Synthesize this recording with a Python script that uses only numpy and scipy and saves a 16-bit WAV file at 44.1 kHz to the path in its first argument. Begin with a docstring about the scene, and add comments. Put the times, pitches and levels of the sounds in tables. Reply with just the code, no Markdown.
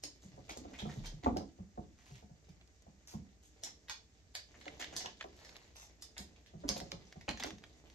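"""A faint rustle, then small paws on bare boards: kittens at play beside a fabric tunnel in a quiet
living room, close to a hand-held phone. Toes tap and ring the wooden floor and the body's weight follows
with a thump. Claws drag and snap free; fur and fabric scrape in tiny catches of friction.
The room answers the contacts briefly, over a low steady hum and hiss."""
import sys
import numpy as np
from scipy import signal
from scipy.fft import rfft, irfft, next_fast_len
from scipy.io import wavfile
from scipy.ndimage import map_coordinates

SR = 44100
rng = np.random.default_rng(int(sys.argv[2]) if len(sys.argv) > 2 else 0)


def wrap_up_sound(samples):
    """Save the sound to the file named by the first command line argument, as 16-bit audio."""
    columns = np.atleast_2d(samples).T
    # keep every value between -1 and 1, then stretch to whole-number steps
    tamed = np.clip(columns, -1, 1)
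    steps = np.round(tamed * 32767).astype(np.int16)
    wavfile.write(sys.argv[1], SR, steps)


N = 350506
SPAN = 24000  # samples given to one contact and its decay
AGE = np.arange(SPAN) / SR
TOP_HZ = 13800  # the phone's band limit

# The colour of rubbed fur and fabric. Each row: frequency in Hz, gain in dB.
FUR_COLOUR = [(150, 13), (500, 11.5), (1200, -0.5), (2000, 2.5), (2600, -0.5), (3600, 0), (5000, -1.5),
              (6800, 1), (8200, -14), (10000, -26), (12500, -15), (14000, -60)]
# The body, middle and air of a tick or scrape. Each row: lower and upper edge in Hz.
TREBLE_BANDS = [(700, 2800), (2800, 8000), (8000, 12500)]


def amp(db):
    return 10 ** (np.asarray(db) / 20)


def unit(x):
    return x / np.sqrt(np.mean(x ** 2) + 1e-20)


def freqs(x):
    return np.fft.rfftfreq(x.shape[-1], 1 / SR)


def along(points, hz):
    """Read a curve of (Hz, value) points on a log frequency axis."""
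    knots_hz, values = np.transpose(points)
    return np.interp(np.log(hz + 1), np.log(knots_hz + 1), values)


def coloured(x, points):
    """Causal filter with the gain of (Hz, dB) points."""
    n = x.shape[-1]
    cepstrum = irfft(np.log(amp(along(points, freqs(x)))), n)
    cepstrum[1:n // 2] *= 2
    cepstrum[n // 2 + 1:] = 0
    return irfft(rfft(x) * np.exp(rfft(cepstrum)), n)


def wobble(rate):
    """A smooth random curve, rate knots a second."""
    return map_coordinates(rng.standard_normal(int(N * rate / SR) + 4), [np.arange(N) * rate / SR])


def add(track, start, sound):
    part = track[:, max(round(start * SR), 0):][:, :SPAN]
    part += sound[:, :part.shape[1]]


def diffuse(pair, null_hz=1150, likeness=0.84):
    """Sound from all sides: alike at the two microphones only in the bass."""
    turn = np.arccos(np.clip(likeness, 0, 1) * np.sinc(freqs(pair) / null_hz)) / 2
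    mid, side = irfft(rfft(pair) * [np.cos(turn), np.sin(turn)], pair.shape[-1])
    return np.array([mid + side, mid - side])


def still_room(air_db=-67):
    """Room tone: even hiss and rumble from all round, with a slightly unsteady hum."""
    # The colour of the room tone. Each row: frequency in Hz, gain in dB.
    air_colour = [(12, -34), (22, -18.5), (66, 5), (140, -9.5), (325, -15), (700, -35), (1100, -28.5),
                  (1800, -23.5), (3300, -32.5), (6600, -22.5), (8200, -32), (9500, -55), (13500, -41.5)]
    # The tones of the hum. Each row: frequency in Hz, rms level in dB.
    hum_tones = [(59.2, -71.5), (775.2, -94.5)]
    air = unit(diffuse(coloured(rng.standard_normal((2, N)), air_colour)))
    t = np.arange(N) / SR
    hum = np.zeros(N)
    for hz, db in hum_tones:
        peak = np.sqrt(2) * amp(db + 0.94 * wobble(3.2))
        hum += peak * np.sin(2 * np.pi * hz * t + 0.52 * wobble(2.7))
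    return amp(air_db) * air + hum


def room_tail(x, wet_db, first_wall_s=0.004):
    """The living room's short reverberation, different from every spot on the floor."""
    # The room's decay. Each row: frequency in Hz, seconds to fall 60 dB.
    decay_times = [(80, 0.24), (260, 0.47), (700, 0.21), (1900, 0.24), (5000, 0.29), (12000, 0.15)]
    hz, t, spectra = signal.stft(rng.standard_normal((2, SPAN)), SR, nperseg=256)
    decay = amp(-60 * t / along(decay_times, hz)[:, None])
    tail = signal.istft(spectra * decay, SR, nperseg=256)[1][:, :SPAN]
    tail = diffuse(tail) * (1 - np.exp(-(AGE / first_wall_s) ** 2))
    tail = amp(wet_db) * tail / np.linalg.norm(tail[0])
    return signal.fftconvolve(x[None], tail, axes=1)[:, :len(x)]


def round_casing(x, swing_rad=1.15, swing_hz=1800):
    """The phone's casing scatters close treble, giving it a different phase at each microphone."""
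    hz = freqs(x)
    knots = rng.standard_normal((2, int(hz[-1] / swing_hz) + 4))
    phase = np.array([map_coordinates(k, [hz / swing_hz]) for k in knots])
    return irfft(rfft(x) * np.exp(1j * swing_rad * phase * np.minimum(hz / swing_hz, 1)), len(x))


def in_room(x, wet_db):
    """A small bright sound near the phone, with the room's answer."""
    return round_casing(x) + room_tail(x, wet_db)


def grit(size, rate, spread_db, hiss, life_s, grain_samples=256):
    """Friction: tiny uneven catches, rate a second, each ringing at its own pitch over a smooth hiss."""
    when, pitch, chance = rng.random((int(rate * size / SR), 3)).T[:, :, None]
    t = np.arange(grain_samples) / SR
    strengths = amp(spread_db * np.minimum(-np.log1p(-chance), 4))
    grains = strengths * np.exp(-t / life_s) * np.sin(2 * np.pi * pitch * TOP_HZ * t)
    places = (when * size).astype(int) + np.arange(grain_samples)
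    catches = np.bincount(places.ravel(), grains.ravel(), size)[:size]
    return unit(catches) + hiss * rng.standard_normal(size)


def uneven(x, knots=24):
    """Every spot of wood or taut fabric colours the sound by a dB or so."""
    hz = np.geomspace(TREBLE_BANDS[0][0], TOP_HZ, knots)
    return coloured(x, np.column_stack([hz, rng.standard_normal(knots)]))


def fidget(trim_db=-4, patches=4):
    """Restless kittens: several patches of fur and fabric rustle at once, each with its own colour."""
    # The rise and fall of the rustle. Each row: time in seconds, relative level in dB.
    restlessness = [(0.0, -73.5), (0.33, -65), (1.0, -61), (1.55, -73), (3.429, -72.5), (3.61, -66.5),
                    (4.34, -75), (4.58, -62), (4.98, -58), (5.18, -64.5), (6.49, -71), (6.77, -61.5),
                    (7.22, -68.5), (7.35, -65), (7.95, -65.5)]
    level_db = np.interp(np.arange(N) / SR, *np.transpose(restlessness))
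    rustle = np.zeros(N)
    for _ in range(patches):
        scratches = grit(next_fast_len(N), rate=50, spread_db=2.3, hiss=0.55, life_s=0.0002)
        rustle += unit(uneven(coloured(scratches, FUR_COLOUR))[:N])
    return in_room(unit(rustle) * amp(level_db + trim_db), wet_db=1.5)


def to_the_left(x, lead_s=0.00054, shared_hz=150):
    """A low sound reaches the left microphone a little earlier; deep bass is the same at both."""
    hz = freqs(x)
    lag_cycles = np.outer([0, lead_s], hz ** 2 / (hz + shared_hz))
    return irfft(rfft(x) * np.exp(-2j * np.pi * lag_cycles), len(x))


def voiced(x, bands, levels_db, opening_s):
    """Give a contact its own rms level in each band over its opening moments."""
    out = np.zeros_like(x)
    for band, db in zip(bands, levels_db):
        part = signal.sosfilt(signal.butter(3, band, "bandpass", fs=SR, output="sos"), x)
        out += amp(db) * part / np.sqrt(np.mean(part[:, :int(opening_s * SR)] ** 2) + 1e-20)
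    return out


def paws(tap_hz=740, tap_s=0.0012, weight_delay_s=0.019, spot_t60=0.042, slap_s=0.0092, slack_hz=158):
    """Toes tap and ring the floor, then weight presses the board; a softer landing swells more slowly."""
    # Paws and bodies landing. Each row: start in seconds, pitch of the struck spot in Hz,
    # level of the thud in dB, hardness (knock over thud) in dB.
    landings = [(0.036, 286, -62, 6.5), (0.239, 189, -53.5, -22), (0.318, 157, -61.5, -28),
                (0.377, 121, -59, 2), (0.493, 297, -59.5, 6.5), (0.566, 235.5, -55, 2),
                (0.599, 288, -53.5, -28), (0.649, 249, -55, 2), (0.714, 262, -57.5, -1.5),
                (0.815, 205, -40, -12), (0.853, 202.6, -42, -6.5), (0.957, 138.4, -46, -13),
                (1.12, 148, -51.5, -13), (1.23, 269, -45, -9), (1.261, 239, -33.5, 3.5),
                (1.309, 261, -40.5, -17), (1.363, 193, -44, 5), (1.407, 188, -53.5, 3),
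                (1.585, 185.5, -46, -16), (1.775, 217, -45, -2.5), (2.1, 140, -55, -10.5),
                (2.224, 212, -55.5, -8), (2.296, 162, -57.5, -12), (2.481, 176, -55.5, -13),
                (2.865, 198, -58, -6), (3.134, 206, -41.5, -13.5), (3.631, 266, -71.5, 12.5),
                (4.559, 189, -74, -7), (4.666, 300, -70.5, 20.5), (4.796, 262, -67, 11),
                (4.927, 173, -61.5, 5), (5.046, 189, -59, 9), (5.244, 350, -67.5, 17),
                (6.187, 214, -51, -8), (6.535, 174, -51, -9.5), (6.636, 286, -44.5, -1.5),
                (6.692, 205.4, -42, -2), (6.763, 264, -60.5, 12), (6.813, 169, -51, 1.5),
                (6.922, 180, -48.5, -3.5), (7.155, 180, -51.5, -9), (7.281, 214, -45, 1),
                (7.401, 245, -57.5, 1), (7.443, 283, -53, 7), (7.46, 257, -59, 2), (7.515, 191, -52, -10)]
    # The modes of the whole floor. Each row: frequency in Hz, relative level in dB, seconds to fall 60 dB.
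    floor_modes = [(65.2, -1, 0.18), (79, -6, 0.29), (151, 0.5, 0.28), (198, 7, 0.34), (271.7, -6.5, 0.38),
                   (327.3, 2.5, 0.14), (401, -3.5, 0.15), (554, 0.5, 0.06), (608, -4, 0.048),
                   (675.5, -1, 0.056), (719, 0, 0.12), (857, -12, 0.039), (987, -15.5, 0.033),
                   (1088, -16, 0.058)]
    # The colour of a pad's dull slap. Each row: frequency in Hz, gain in dB.
    slap_colour = [(30, -24), (70, -6.5), (260, 10), (430, -5), (560, -9.5), (800, -7), (1100, -14.5),
                   (2500, -19.5), (8000, -70)]
    # The boom, thud and knock of a landing. Each row: lower and upper edge in Hz.
    thump_bands = [(40, 115), (120, 335), (450, 1250)]
    out = np.zeros((2, N))
    mode_hz, mode_db, mode_t60 = np.transpose(floor_modes)[:, :, None]
    tap = np.exp(-AGE / tap_s) * np.sin(2 * np.pi * tap_hz * AGE)
    late = AGE - weight_delay_s
    weight = np.where(late < 0, np.exp(-(late / 0.01) ** 2), amp(-60 * abs(late) / spot_t60))
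    for start, spot_hz, thud_db, hardness_db in landings:
        boom_db = thud_db - 2 - 3.5 * np.log2(spot_hz / slack_hz)  # a slack, low spot booms most
        knock_db = thud_db + hardness_db
        strength, detune = rng.standard_normal((2, len(floor_modes), 1))  # each spot rings differently
        decays = amp(mode_db + 2.5 * strength - 60 * AGE / mode_t60)
        ring = np.sum(decays * np.sin(2 * np.pi * mode_hz * (1 + 0.0076 * detune) * AGE), axis=0)
        spot = weight * np.sin(2 * np.pi * spot_hz * AGE)
        slap = coloured(rng.standard_normal(SPAN) * np.exp(-AGE / slap_s), slap_colour)
        softness_db = np.clip(-hardness_db, -12, 12)  # a soft pad rings little but the struck board
        swell = 1 - np.exp(-AGE / (0.00082 * amp(softness_db)))
        blow = swell * (unit(ring) + amp(5 + softness_db / 2) * unit(spot) + amp(-2) * unit(slap))
        heard = to_the_left(blow) + room_tail(blow, wet_db=-5)
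        thump = voiced(heard, thump_bands, (boom_db, thud_db, knock_db), opening_s=0.03)
        add(out, start, thump + to_the_left(amp(knock_db + 9) * tap * swell))
    return out


def registers(strength_db, brightness_db):
    """Body, middle and air of a tick or scrape in dB: a brighter one trades body for air."""
    return strength_db - brightness_db, strength_db, strength_db - 13 + 0.7 * brightness_db


def ringing(x, hz, peak_db=6, half_width_octaves=0.35):
    """A plucked or rubbed spot has a colour of its own and one broad resonance."""
    edge = 2 ** half_width_octaves
    return coloured(uneven(x), [(hz / edge, 0), (hz, peak_db), (hz * edge, 0)])


def claw_ticks(lead_in_s=0.012, drag_db=-18, drag_s=0.007, contact_s=0.0058, sharp_db=-55.5, right_db=1):
    """A claw, a little to the right, drags, snaps free and chatters on; a strong snap also cracks."""
    # Claws leaving wood and fabric. 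Each row: time of the snap in seconds, relative strength in dB,
    # brightness in dB, reverberation against the direct sound in dB, pitch of the plucked spot in Hz.
    snaps = [(0.037, -49, 13, 0.5, 5400), (0.496, -69.5, -10, -15, 2300), (0.573, -61, 16.5, -2.5, 6870),
             (0.789, -54.5, -1.5, 9, 3500), (1.058, -54, 6, 4, 3130), (1.245, -64, -6, -5.5, 1990),
             (1.37, -53.5, 7, -4, 4800), (2.155, -71, 0, 1, 1970), (2.491, -73.5, 3, 2, 2370),
             (2.612, -80.5, -6.5, -8, 2350), (2.675, -81, 10, -20, 6640), (2.822, -83, 21, -14, 6700),
             (3.636, -48.5, 15, 2, 6300), (3.884, -64, -3.5, 0, 3800), (3.897, -48, 3, 2.5, 4200),
             (4.352, -47, 4.5, 0.5, 4500), (4.612, -66.5, -0.5, 0, 1810), (4.656, -65, -3, 1, 1800),
             (4.68, -65.5, -10.5, -13, 2080), (4.798, -58.5, -3, 8, 4200), (4.812, -58, -1, -6, 1720),
             (4.824, -62, -11.5, -1, 1770), (4.843, -59, -1, -20, 4000), (4.965, -44.5, 12.5, 3, 6550),
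             (5.006, -51.5, 4, 4, 5400), (5.059, -52.5, -2, -4, 2750), (5.21, -61.5, -9, -19, 2070),
             (5.226, -66, -6, -17, 2100), (5.241, -72, -6, -24, 2100), (5.448, -63, 2.5, 3, 1970),
             (5.492, -66.5, 1, -9, 4250), (5.557, -72.5, -6.5, -11, 4040), (5.566, -64, 2, -23, 4080),
             (6.023, -55.5, 13.5, -0.5, 4870), (6.167, -73, -14, 4.5, 1730), (6.18, -52.5, 11, -1, 4220),
             (6.362, -77, -3.5, -1, 2800), (6.462, -70, 1, 4.5, 1760), (6.69, -38, 9, -2.5, 5050),
             (6.802, -55, 4.5, -6, 5490), (6.918, -50.5, 3, -9, 4340), (7.125, -67.5, -1.5, -10, 2180),
             (7.211, -68, -2, -4, 2000), (7.291, -47, -1, -4.5, 4200), (7.309, -60, -1, -18, 2770),
             (7.374, -61, 0, -2, 1720), (7.403, -56, -1.5, -5, 3500), (7.426, -59, -7, -11, 5200),
             (7.436, -49, 4, -11, 5000), (7.445, -63, -10, -4, 1460), (7.506, -63, -2.5, -11, 1650),
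             (7.583, -72, 2, -6, 1770), (7.639, -68, -5, -9, 1760), (7.9, -72.5, 1, -6, 4490)]
    # The colour of a claw's tick. Each row: frequency in Hz, gain in dB.
    claw_colour = [(300, 9.5), (800, -3), (1300, -7), (1900, 1.5), (2600, -2.5), (3600, 8), (5000, 12),
                   (6500, 6), (8200, -17), (10000, -26), (12200, -18), (14000, -36.5)]
    # The colour of the thin crack. Each row: frequency in Hz, gain in dB.
    crack_colour = [(2500, -40), (5500, -2), (8700, -1), (13000, -21)]
    out = np.zeros((2, N))
    t = AGE - lead_in_s
    release = signal.unit_impulse(SPAN, round(lead_in_s * SR))
    crack = coloured(release, crack_colour)
    for snap_s, strength_db, brightness_db, wet_db, hz in snaps:
        excess_db = strength_db - sharp_db
        length = contact_s / 2 ** (max(excess_db, 0) / 14)  # a strong pull lets go sooner
        envelope = np.where(t < 0, amp(drag_db) * np.exp(-abs(t) / drag_s), np.exp(-1.5 * abs(t) / length))
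        chatter = envelope * grit(SPAN, rate=3000, spread_db=2.2, hiss=0.6, life_s=0.00015)
        chatter *= length / 0.003 / np.linalg.norm(chatter)  # a shorter contact chatters less
        heard = in_room(ringing(coloured(release + chatter, claw_colour), hz), wet_db)
        tick = voiced(heard, TREBLE_BANDS, registers(strength_db, brightness_db), opening_s=0.12)
        add(out, snap_s - lead_in_s, tick + amp(-47 + 1.9 * excess_db) * round_casing(crack))
    return out * amp([[-right_db / 2], [right_db / 2]])


def scrapes(attack_s=0.0024):
    """A paw or flank slides: crackling friction swells and stops with the stroke."""
    # Sliding strokes. Each row: start in seconds, length in seconds, relative strength in dB,
    # brightness in dB, pitch of the rubbed spot in Hz.
    strokes = [(0.216, 0.047, -62.5, 13.5, 6160), (0.49, 0.042, -46.5, 2, 2290),
               (0.729, 0.043, -58, -5, 2440), (0.778, 0.046, -52, -0.5, 2900),
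               (0.863, 0.15, -60.5, 3.5, 3730), (0.889, 0.048, -58.5, -6.5, 1820),
               (1.039, 0.021, -54, -3, 3030), (1.227, 0.053, -56, -3, 2130),
               (1.976, 0.08, -66.5, 0.5, 1840), (2.054, 0.15, -62, 3, 2730), (3.071, 0.08, -53.5, 10, 5170),
               (3.425, 0.061, -65.5, 16, 6400), (3.654, 0.032, -55.5, -2.5, 1830),
               (4.54, 0.023, -67, -9, 1820), (4.794, 0.044, -46, 3, 1740), (4.925, 0.023, -55.5, -2, 1700),
               (5.218, 0.019, -60, -5, 1770), (5.358, 0.3, -62.5, -0.5, 4280),
               (5.754, 0.11, -53.5, 6, 5950), (6.186, 0.056, -63, 24, 4140), (6.758, 0.027, -45, 6.5, 4190),
               (7.279, 0.02, -47.5, -11.5, 2800), (7.396, 0.0062, -43, 0.5, 3500),
               (7.444, 0.043, -48.5, 0, 3400)]
    out = np.zeros((2, N))
    for start, length, strength_db, brightness_db, hz in strokes:
        envelope = (1 - np.exp(-AGE / attack_s)) * np.exp(-(AGE / length) ** 4)
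        catches = grit(SPAN, rate=1300, spread_db=3, hiss=0.35, life_s=0.0003)
        heard = in_room(ringing(coloured(envelope * catches, FUR_COLOUR), hz), wet_db=-3)
        add(out, start, voiced(heard, TREBLE_BANDS, registers(strength_db, brightness_db), length))
    return out


def deep_boom(start_s=0.97, length_s=0.22, hz=35, db=-44):
    """A few slow cycles of deep rumble as a kitten pushes off."""
    progress = np.clip((np.arange(N) / SR - start_s) / length_s, 0, 1)
    return amp(db) * np.sin(np.pi * progress) * np.sin(2 * np.pi * hz * length_s * progress)


def scene(tick_db=-0.5, scrape_db=-5):
    """Paws, claws and fur close by, over the room tone."""
    contacts = paws() + amp(tick_db) * claw_ticks() + amp(scrape_db) * scrapes()
    return contacts + fidget() + deep_boom() + still_room()


def record(dry):
    """The phone's two microphones differ in colour, and the treble ends steeply at its band limit."""
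    # The balance of the microphones. Each row: frequency in Hz, left minus right in dB.
    mic_balance = [(100, -0.2), (500, -4), (1100, 1), (2200, -0.5), (5000, -2.5), (8500, 3.5),
                   (12000, -5.5)]
    padded = np.pad(dry, ((0, 0), (0, next_fast_len(N + SPAN) - N)))
    hz = freqs(padded)
    mic_gains = amp(np.outer([0.5, -0.5], along(mic_balance, hz)))
    band_limit = 1 / (1 + (hz / TOP_HZ) ** 80)
    return irfft(rfft(padded) * mic_gains * band_limit, padded.shape[-1])[:, :N]


dry = scene()
out = record(dry)
wrap_up_sound(out)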